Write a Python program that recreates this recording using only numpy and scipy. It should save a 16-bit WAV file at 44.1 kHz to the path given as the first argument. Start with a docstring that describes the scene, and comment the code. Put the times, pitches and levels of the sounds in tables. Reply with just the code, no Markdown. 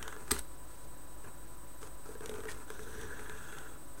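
"""Craft knife on a model wall

A blade picks at a small model wall held on a board, close to a small camera in a quiet room.
It scrapes and ticks, slips off the edge with a sharp clack, pecks and scratches, then is drawn along
the wall. Taps and tiny slips over the grain ring the wall, the board and the steel. Under it lie
room rumble, hiss, hum and the thin chopped whine of the camera's electronics."""
import sys
import numpy as np
from scipy import signal
from scipy.fft import rfft, irfft
from scipy.io import wavfile
from scipy.ndimage import uniform_filter1d, map_coordinates

SR = 44100
rng = np.random.default_rng(int(sys.argv[2]) if len(sys.argv) > 2 else 0)


def wav_out(sig):
    """Save sig, one row per channel (or a flat mono array), as 16-bit PCM at SR to the path in sys.argv[1]."""
    wavfile.write(sys.argv[1], SR, np.round(np.clip(np.atleast_2d(sig).T, -1, 1) * 32767).astype(np.int16))


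N = 176400
T = np.arange(N) / SR
EVENT_T = T[:SR // 4]
ATTACK_S, RELEASE_S = 0.0086, 0.014
WALL_HZ = 1548  # unbent wall pitch

# Modes of the wall and its board. Each row: frequency in Hz, width in Hz, level in dB.
WALL_MODES = [(948, 195, 2), (1352, 260, 8), (1604, 99, 1.5), (1980, 100, -9), (2450, 670, 0)]
BOARD_MODES = [(233, 60, -6), (348, 90, -8), (409, 56, 5.5), (455, 41, 2.5)]
# Steel click spectrum. Each row: frequency in Hz, level in dB.
CLICK_SPECTRUM = [(700, -3.5), (1800, -0.5), (2600, 3), (3600, 3.5), (4900, -5), (6500, 2), (8500, -3.5),
                  (11000, -2.5), (13000, -8), (16000, -31)]
# Blade taps. Each row: start in seconds, board knock in dB, wall ring in dB, click in dB.
BLADE_TAPS = [(0.0267, -66, -41, -29), (.079, -55, -36, -33), (0.1256, -56, -35.5, -41),
              (.164, -49, -41.5, -45), (0.279, -56, -52, -40.5), (.3082, -46, -27.5, -27),
              (0.364, -61, -32, -36), (1.829, -44, -41.5, -41), (2.09, -38, -63, -45),
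              (2.152, -40.5, -46, -50), (2.207, -40.5, -44.5, -45), (2.234, -42.5, -62, -53),
              (2.2589, -41, -48, -32), (2.2939, -34.5, -52, -33), (2.314, -45, -46, -54),
              (2.340, -43.5, -43, -40), (2.356, -55, -48, -46), (2.384, -37.5, -45, -48),
              (2.404, -47, -45, -45), (2.436, -41.5, -41, -45), (2.454, -36, -39.5, -41.5),
              (2.471, -47, -39, -45), (2.7021, -39.5, -36, -36), (2.793, -44, -38.5, -44),
              (3.013, -46, -53, -38.5), (3.114, -42, -49, -55), (3.194, -46, -37, -41),
              (3.296, -44.5, -41, -39), (3.525, -46, -45, -44), (3.585, -68, -41, -39),]


def taps(rise_s=0.00056, t60_s=0.011):
    """The point clicks, rings the wall and knocks the board beneath."""
    out = np.zeros(N)
    for start_s, knock_db, ring_db, click_db in BLADE_TAPS:
        click = amp(click_db) * burst(CLICK_SPECTRUM, rise_s, t60_s)
        knock = amp(knock_db) * struck(BOARD_MODES)
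        ring = amp(ring_db) * struck(WALL_MODES)
        add(out, start_s, click + knock + ring)
    return out


# Steel clash spectrum. Each row: frequency in Hz, level in dB.
CLASH_SPECTRUM = [(300, -9), (650, -15), (950, -11), (1500, -1.5), (1950, -2.5), (2800, -23), (4100, 0.5),
                  (4600, -11.5), (6500, -10.5), (7800, -7.5), (8400, 6.5), (9500, -9.5), (10300, -6),
                  (11500, -17), (12600, -3), (13500, -28), (16000, -10)]
# Modes of the worktop and the steel. Each row: frequency in Hz, width in Hz, level in dB.
WORKTOP_MODES = [(59, 11.4, -8.5), (253, 32, -11.5), (393, 43, -1.5)]
STEEL_MODES = [(4090, 51, -8.5), (8400, 35, 2), (10400, 55, -15), (12070, 59, -13)]
# Contacts as the knife slips. Each row: start in seconds, rise in seconds, level in dB.
SLIP_CONTACTS = [(0.311, 0.00043, -16), (0.3159, 0.00014, -12.5), (0.3176, 0.00035, -26),
                 (0.387, 0.0011, -30), (0.3912, 0.00035, -27)]


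def clack(t60_s=0.013, thump_db=-26.5, steel_db=-31):
    """The knife slips off the edge; its hardest contact rings the steel and thumps the hollow worktop."""
    out = np.zeros(N)
    for start_s, rise_s, db in SLIP_CONTACTS:
        add(out, start_s, amp(db) * burst(CLASH_SPECTRUM, rise_s, t60_s))
    hardest_s = max(SLIP_CONTACTS, key=lambda row: row[2])[0]
    add(out, hardest_s, amp(thump_db) * struck(WORKTOP_MODES, scatter=0.0045, rise_s=0.0045))
    add(out, hardest_s, amp(steel_db) * struck(STEEL_MODES, scatter=0))
    return out


def skid(start_s=0.335, end_s=0.397, level_db=-49.5, fall_db=2, wall_db=-3):
    """The slipped blade skids on, rubbing steel against wall."""
    corners_s = [start_s - ATTACK_S, start_s, end_s, end_s + RELEASE_S]
    push = np.interp(T, corners_s, [0, 1, amp(-fall_db), 0])
    steel = colour(grains(), CLASH_SPECTRUM) + colour(grains(), CLICK_SPECTRUM)
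    wall = amp(wall_db) * resonate(grains(), WALL_MODES)
    return amp(level_db) * push * (steel + wall)


# Grit spectrum. Each row: frequency in Hz, level in dB.
GRIT_SPECTRUM = [(800, -22), (2200, -10), (3200, 0.5), (5000, -3), (6300, -1), (8000, -1), (9500, -0.5),
                 (12000, -10.5), (16000, -23)]
# Scratches. Each row: start and length in seconds, level in dB, relative grit in dB, wall pitch in Hz.
BLADE_PUSHES = [(0.18, 0.13, -57, -4.5, 1580), (0.676, 0.18, -68, 2, 1520), (1.236, 0.054, -55.5, -7, 1610),
                (1.808, 0.071, -54.5, -1.5, 1530), (2.05, 0.1, -57.5, -3, 1540),
                (2.214, .27, -55.5, -6.5, 1470), (2.476, 0.051, -58, 5.5, 1730),
                (2.525, 0.11, -56.5, -4, 1620), (3.97, 0.027, -56.5, -2.5, 1460)]


def scratches(board_db=-2):
    """Short pushes of the blade: grit, with the wall and board sounding under it."""
    slips = grains()
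    body_gain, grit_gain, bend = np.zeros(N), np.zeros(N), np.ones(N)
    for start_s, length_s, db, grit_db, hz in BLADE_PUSHES:
        attack = np.clip((T - start_s) / ATTACK_S, 0, 1)
        release = np.clip((start_s + length_s - T) / RELEASE_S + 0.5, 0, 1)
        push = amp(db) * attack * release
        body_gain += push
        grit_gain += push * amp(grit_db)
        bend[T >= start_s] = hz / WALL_HZ
    body = resonate(slips, WALL_MODES, bend) + amp(board_db) * board_drone(slips)
    return body_gain * body + grit_gain * colour(slips, GRIT_SPECTRUM)


# Blade modes before and after it turns. Each row: frequency in Hz, width in Hz, level in dB.
UNTURNED_MODES = [(3560, 960, 2.1), (6040, 800, 3)]
TURNED_MODES = [(2720, 84, -5), (3330, 130, 0), (6560, 210, -0.5), (7630, 300, 2.5), (10700, 470, -3)]
# Stroke breakpoints. Each row: time in seconds, wall, board and blade levels in dB, rasp pitch in Hz.
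SHORT_STROKE = [(0, -52, -57, -67, 1550), (.13, -54, -61, -61, 1490), (.18, -58, -59, -77, 1480)]
LONG_STROKE = [(2.68, -59, -62, -66, 1560), (2.72, -61, -61, -61, 1500), (2.85, -57, -53.5, -61.5, 1560),
               (3.0, -52, -53, -59.5, 1680), (3.13, -52, -55, -61.5, 1590), (3.31, -51, -59, -65.5, 1630),
               (3.45, -54.5, -61, -59, 1570), (3.61, -48.5, -64, -61, 1490), (3.7, -56.5, -61, -65, 1510),
               (3.78, -67, -67, -80, 1420)]


def stroke(rows, turned, grit_db=-7, rasp_db=4.5, filter_width_hz=370):
    """The edge rasps along the wall; the blade's ring shifts as turned goes from 0 to 1."""
    times_s, *columns = np.transpose(rows)
    wall_db, board_db, blade_db, rasp_hz = [np.interp(T, times_s, column) for column in columns]
    slips = grains()
    blade = np.sqrt(1 - turned) * resonate(slips, UNTURNED_MODES)
    blade += np.sqrt(turned) * resonate(slips, TURNED_MODES)
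    blade += amp(grit_db) * colour(grains(), GRIT_SPECTRUM)
    rasp = grains()
    for _ in range(2):  # two passes narrow the band
        rasp = resonate(rasp, [(WALL_HZ, filter_width_hz, 0)], rasp_hz / WALL_HZ)
    wall = unit(resonate(slips, WALL_MODES) + amp(rasp_db) * rasp)
    touching = (T > times_s[0]) * (T < times_s[-1])
    return touching * (amp(wall_db) * wall + amp(blade_db) * blade + amp(board_db) * board_drone(slips))


# Worktop boom. Each row: frequency in Hz, width in Hz, level in dB.
BOOM_MODES = [(98, 43, 0)]


def board_drone(slips, boom_db=-2):
    """The board drones under the rubbing and passes it to the worktop."""
    return resonate(slips, BOARD_MODES) + amp(boom_db) * resonate(slips, BOOM_MODES)


# Crumb modes. Each row: frequency in Hz, width in Hz, level in dB.
CRUMB_MODES = [(1540, 120, -2), (1850, 170, 6), (2310, 180, 2)]


def crumb_crunch(start_s=2.479, rise_s=0.0078, length_s=0.078, level_db=-44):
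    """A dry crunch as the edge breaks through a crumb."""
    push = np.interp(T, [start_s, start_s + rise_s, start_s + length_s], [0, 1, 0]) ** 2
    return amp(level_db) * push * resonate(grains(), CRUMB_MODES)


# Whistle swells. Each row: peak time in seconds, level in dB.
WHISTLE_SWELLS = [(2.91, -67), (3.26, -68.5)]


def edge_whistle(hz=10420, width_hz=350, swell_s=0.12):
    """The sliding edge whistles faintly."""
    swell = sum(amp(db) * np.exp(-((T - peak_s) / swell_s) ** 2) for peak_s, db in WHISTLE_SWELLS)
    return swell * resonate(grains(), [(hz, width_hz, 0)])


def room_echo(x, level_db=-11, t60_s=0.19, delay_s=0.004):
    """The room answers with a short, darker tail."""
    noise = colour(rng.standard_normal(len(EVENT_T)), [(200, 6), (2000, 0), (14000, -3)])
    tail = noise * fade(t60_s) * (EVENT_T > delay_s)
    return amp(level_db) * signal.fftconvolve(x, tail / np.linalg.norm(tail))[:N]


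# Room noise spectrum and hum tones. Each row: frequency in Hz, level in dB.
ROOM_SPECTRUM = [(10, 33), (36, 11), (50, 27), (66, 19.5), (130, 16.5), (220, 11.5), (320, 19.5),
                 (420, 10.5), (520, 13.5), (750, 9), (1100, 10), (1600, 7), (2200, -2), (3000, -3.5),
                 (5000, -5), (8000, -2.5), (10000, -4), (15500, 0)]
HUM_TONES = [(50, -57.5), (150, -67), (560, -72), (996, -66), (3892, -78), (14083, -76)]


def room_tone(noise_db=-52.5, drift_rad=0.91):
    """Rumble and hiss, with a hum that wavers in phase."""
    hum = sum(amp(db) * np.sin(2 * np.pi * hz * T + drift_rad * wobble(12)) for hz, db in HUM_TONES)
    return amp(noise_db) * colour(rng.standard_normal(N), ROOM_SPECTRUM) + np.sqrt(2) * hum


# Whine tones. Each row: frequency in Hz, level in dB.
WHINE_TONES = [(8000, -63.5), (8640, -62)]


def camera_whine(period_s=0.1, first_gap_s=0.064, gap_s=0.0175):
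    """The electronics whine, dropping out ten times a second."""
    from_gap_s = np.abs((T - first_gap_s + period_s / 2) % period_s - period_s / 2)
    gate = uniform_filter1d((from_gap_s > gap_s / 2) * 1.0, size=90)
    return np.sqrt(2) * gate * sum(amp(db) * np.sin(2 * np.pi * hz * T) for hz, db in WHINE_TONES)


def grains(slips_per_s=1300, spread_db=3, clump_db=2, rub_gain=0.57):
    """Tiny slips of the edge over the grain, in clumps, on a smooth rub."""
    sizes = np.sign(rng.standard_normal(N)) * amp(spread_db * np.clip(rng.standard_normal(N), -2, 2))
    slips = unit((rng.random(N) < slips_per_s / SR) * sizes)
    rub = rub_gain * rng.standard_normal(N)
    return unit((slips + rub) * amp(clump_db * wobble(70)))


def struck(modes, scatter=0.046, rise_s=0.0015, spot_db=1.5):
    """One blow on a body, peak 1; each spot rings a little differently."""
    ring = 0
    for hz, width_hz, db in modes:
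        decay = amp(db + rng.normal(0, spot_db)) * np.exp(-np.pi * width_hz * EVENT_T)
        spot_hz = hz * (1 + rng.normal(0, scatter))
        ring += decay * np.sin(2 * np.pi * (spot_hz * EVENT_T + rng.random()))
    ring *= 1 - np.exp(-EVENT_T / rise_s)
    return ring / np.abs(ring).max()


def burst(spectrum, rise_s, t60_s):
    """Coloured noise that rises and dies away."""
    noise = colour(rng.standard_normal(len(EVENT_T)), spectrum)
    return noise * (1 - np.exp(-EVENT_T / rise_s)) * fade(t60_s)


def resonate(x, modes, bend=1):
    """Ring the modes with x, to rms 1; bend scales their pitch."""
    clock_s = np.cumsum(bend * np.ones(len(x))) / SR
    out = 0
    for hz, width_hz, db in modes:
        carrier = np.exp(2j * np.pi * hz * clock_s)
        ring = signal.lfilter([1], [1, -np.exp(-np.pi * width_hz / SR)], x / carrier) * carrier
        out += amp(db) * np.sqrt(width_hz) * ring.imag
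    return unit(out)


def colour(x, spectrum):
    """Shape x by (Hz, dB) points, to rms 1."""
    hz, db = np.transpose(spectrum)
    bins_hz = np.fft.rfftfreq(len(x), 1 / SR)
    gain = amp(np.interp(np.log(bins_hz + 1), np.log(hz), db))
    return unit(irfft(rfft(x) * gain, len(x)))


def fade(t60_s):
    """A quarter second of exponential decay."""
    return amp(-60 * EVENT_T / t60_s)


def wobble(rate_hz):
    """A smooth random curve."""
    return map_coordinates(rng.standard_normal(2000), [T * rate_hz], mode="wrap")


def add(track, start_s, sound):
    """Mix a sound into the track."""
    part = track[round(start_s * SR):][:len(sound)]
    part += sound[:len(part)]


def amp(db):
    """Decibels to gain."""
    return 10 ** (np.asarray(db) / 20)


def unit(x):
    """Scale to rms 1."""
    return x / np.sqrt(np.mean(x ** 2) + 1e-20)


def scene(mid_turn_s=3.31, turn_length_s=0.35):
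    """Knife work and its echo over the background; the blade turns during the long stroke."""
    turned = np.clip((T - mid_turn_s) / turn_length_s + 0.5, 0, 1)
    knife = taps() + clack() + skid() + scratches() + crumb_crunch() + edge_whistle()
    knife += stroke(SHORT_STROKE, turned=0.94) + stroke(LONG_STROKE, turned)
    return (knife + room_echo(knife) + room_tone() + camera_whine())[None]


def record(dry, top_hz=15800, dc_offset=-0.0097):
    """The camera's band limit and small standing offset."""
    passband = np.fft.rfftfreq(N, 1 / SR) < top_hz
    return irfft(rfft(dry) * passband, N) + dc_offset


dry = scene()
out = record(dry)
wav_out(out)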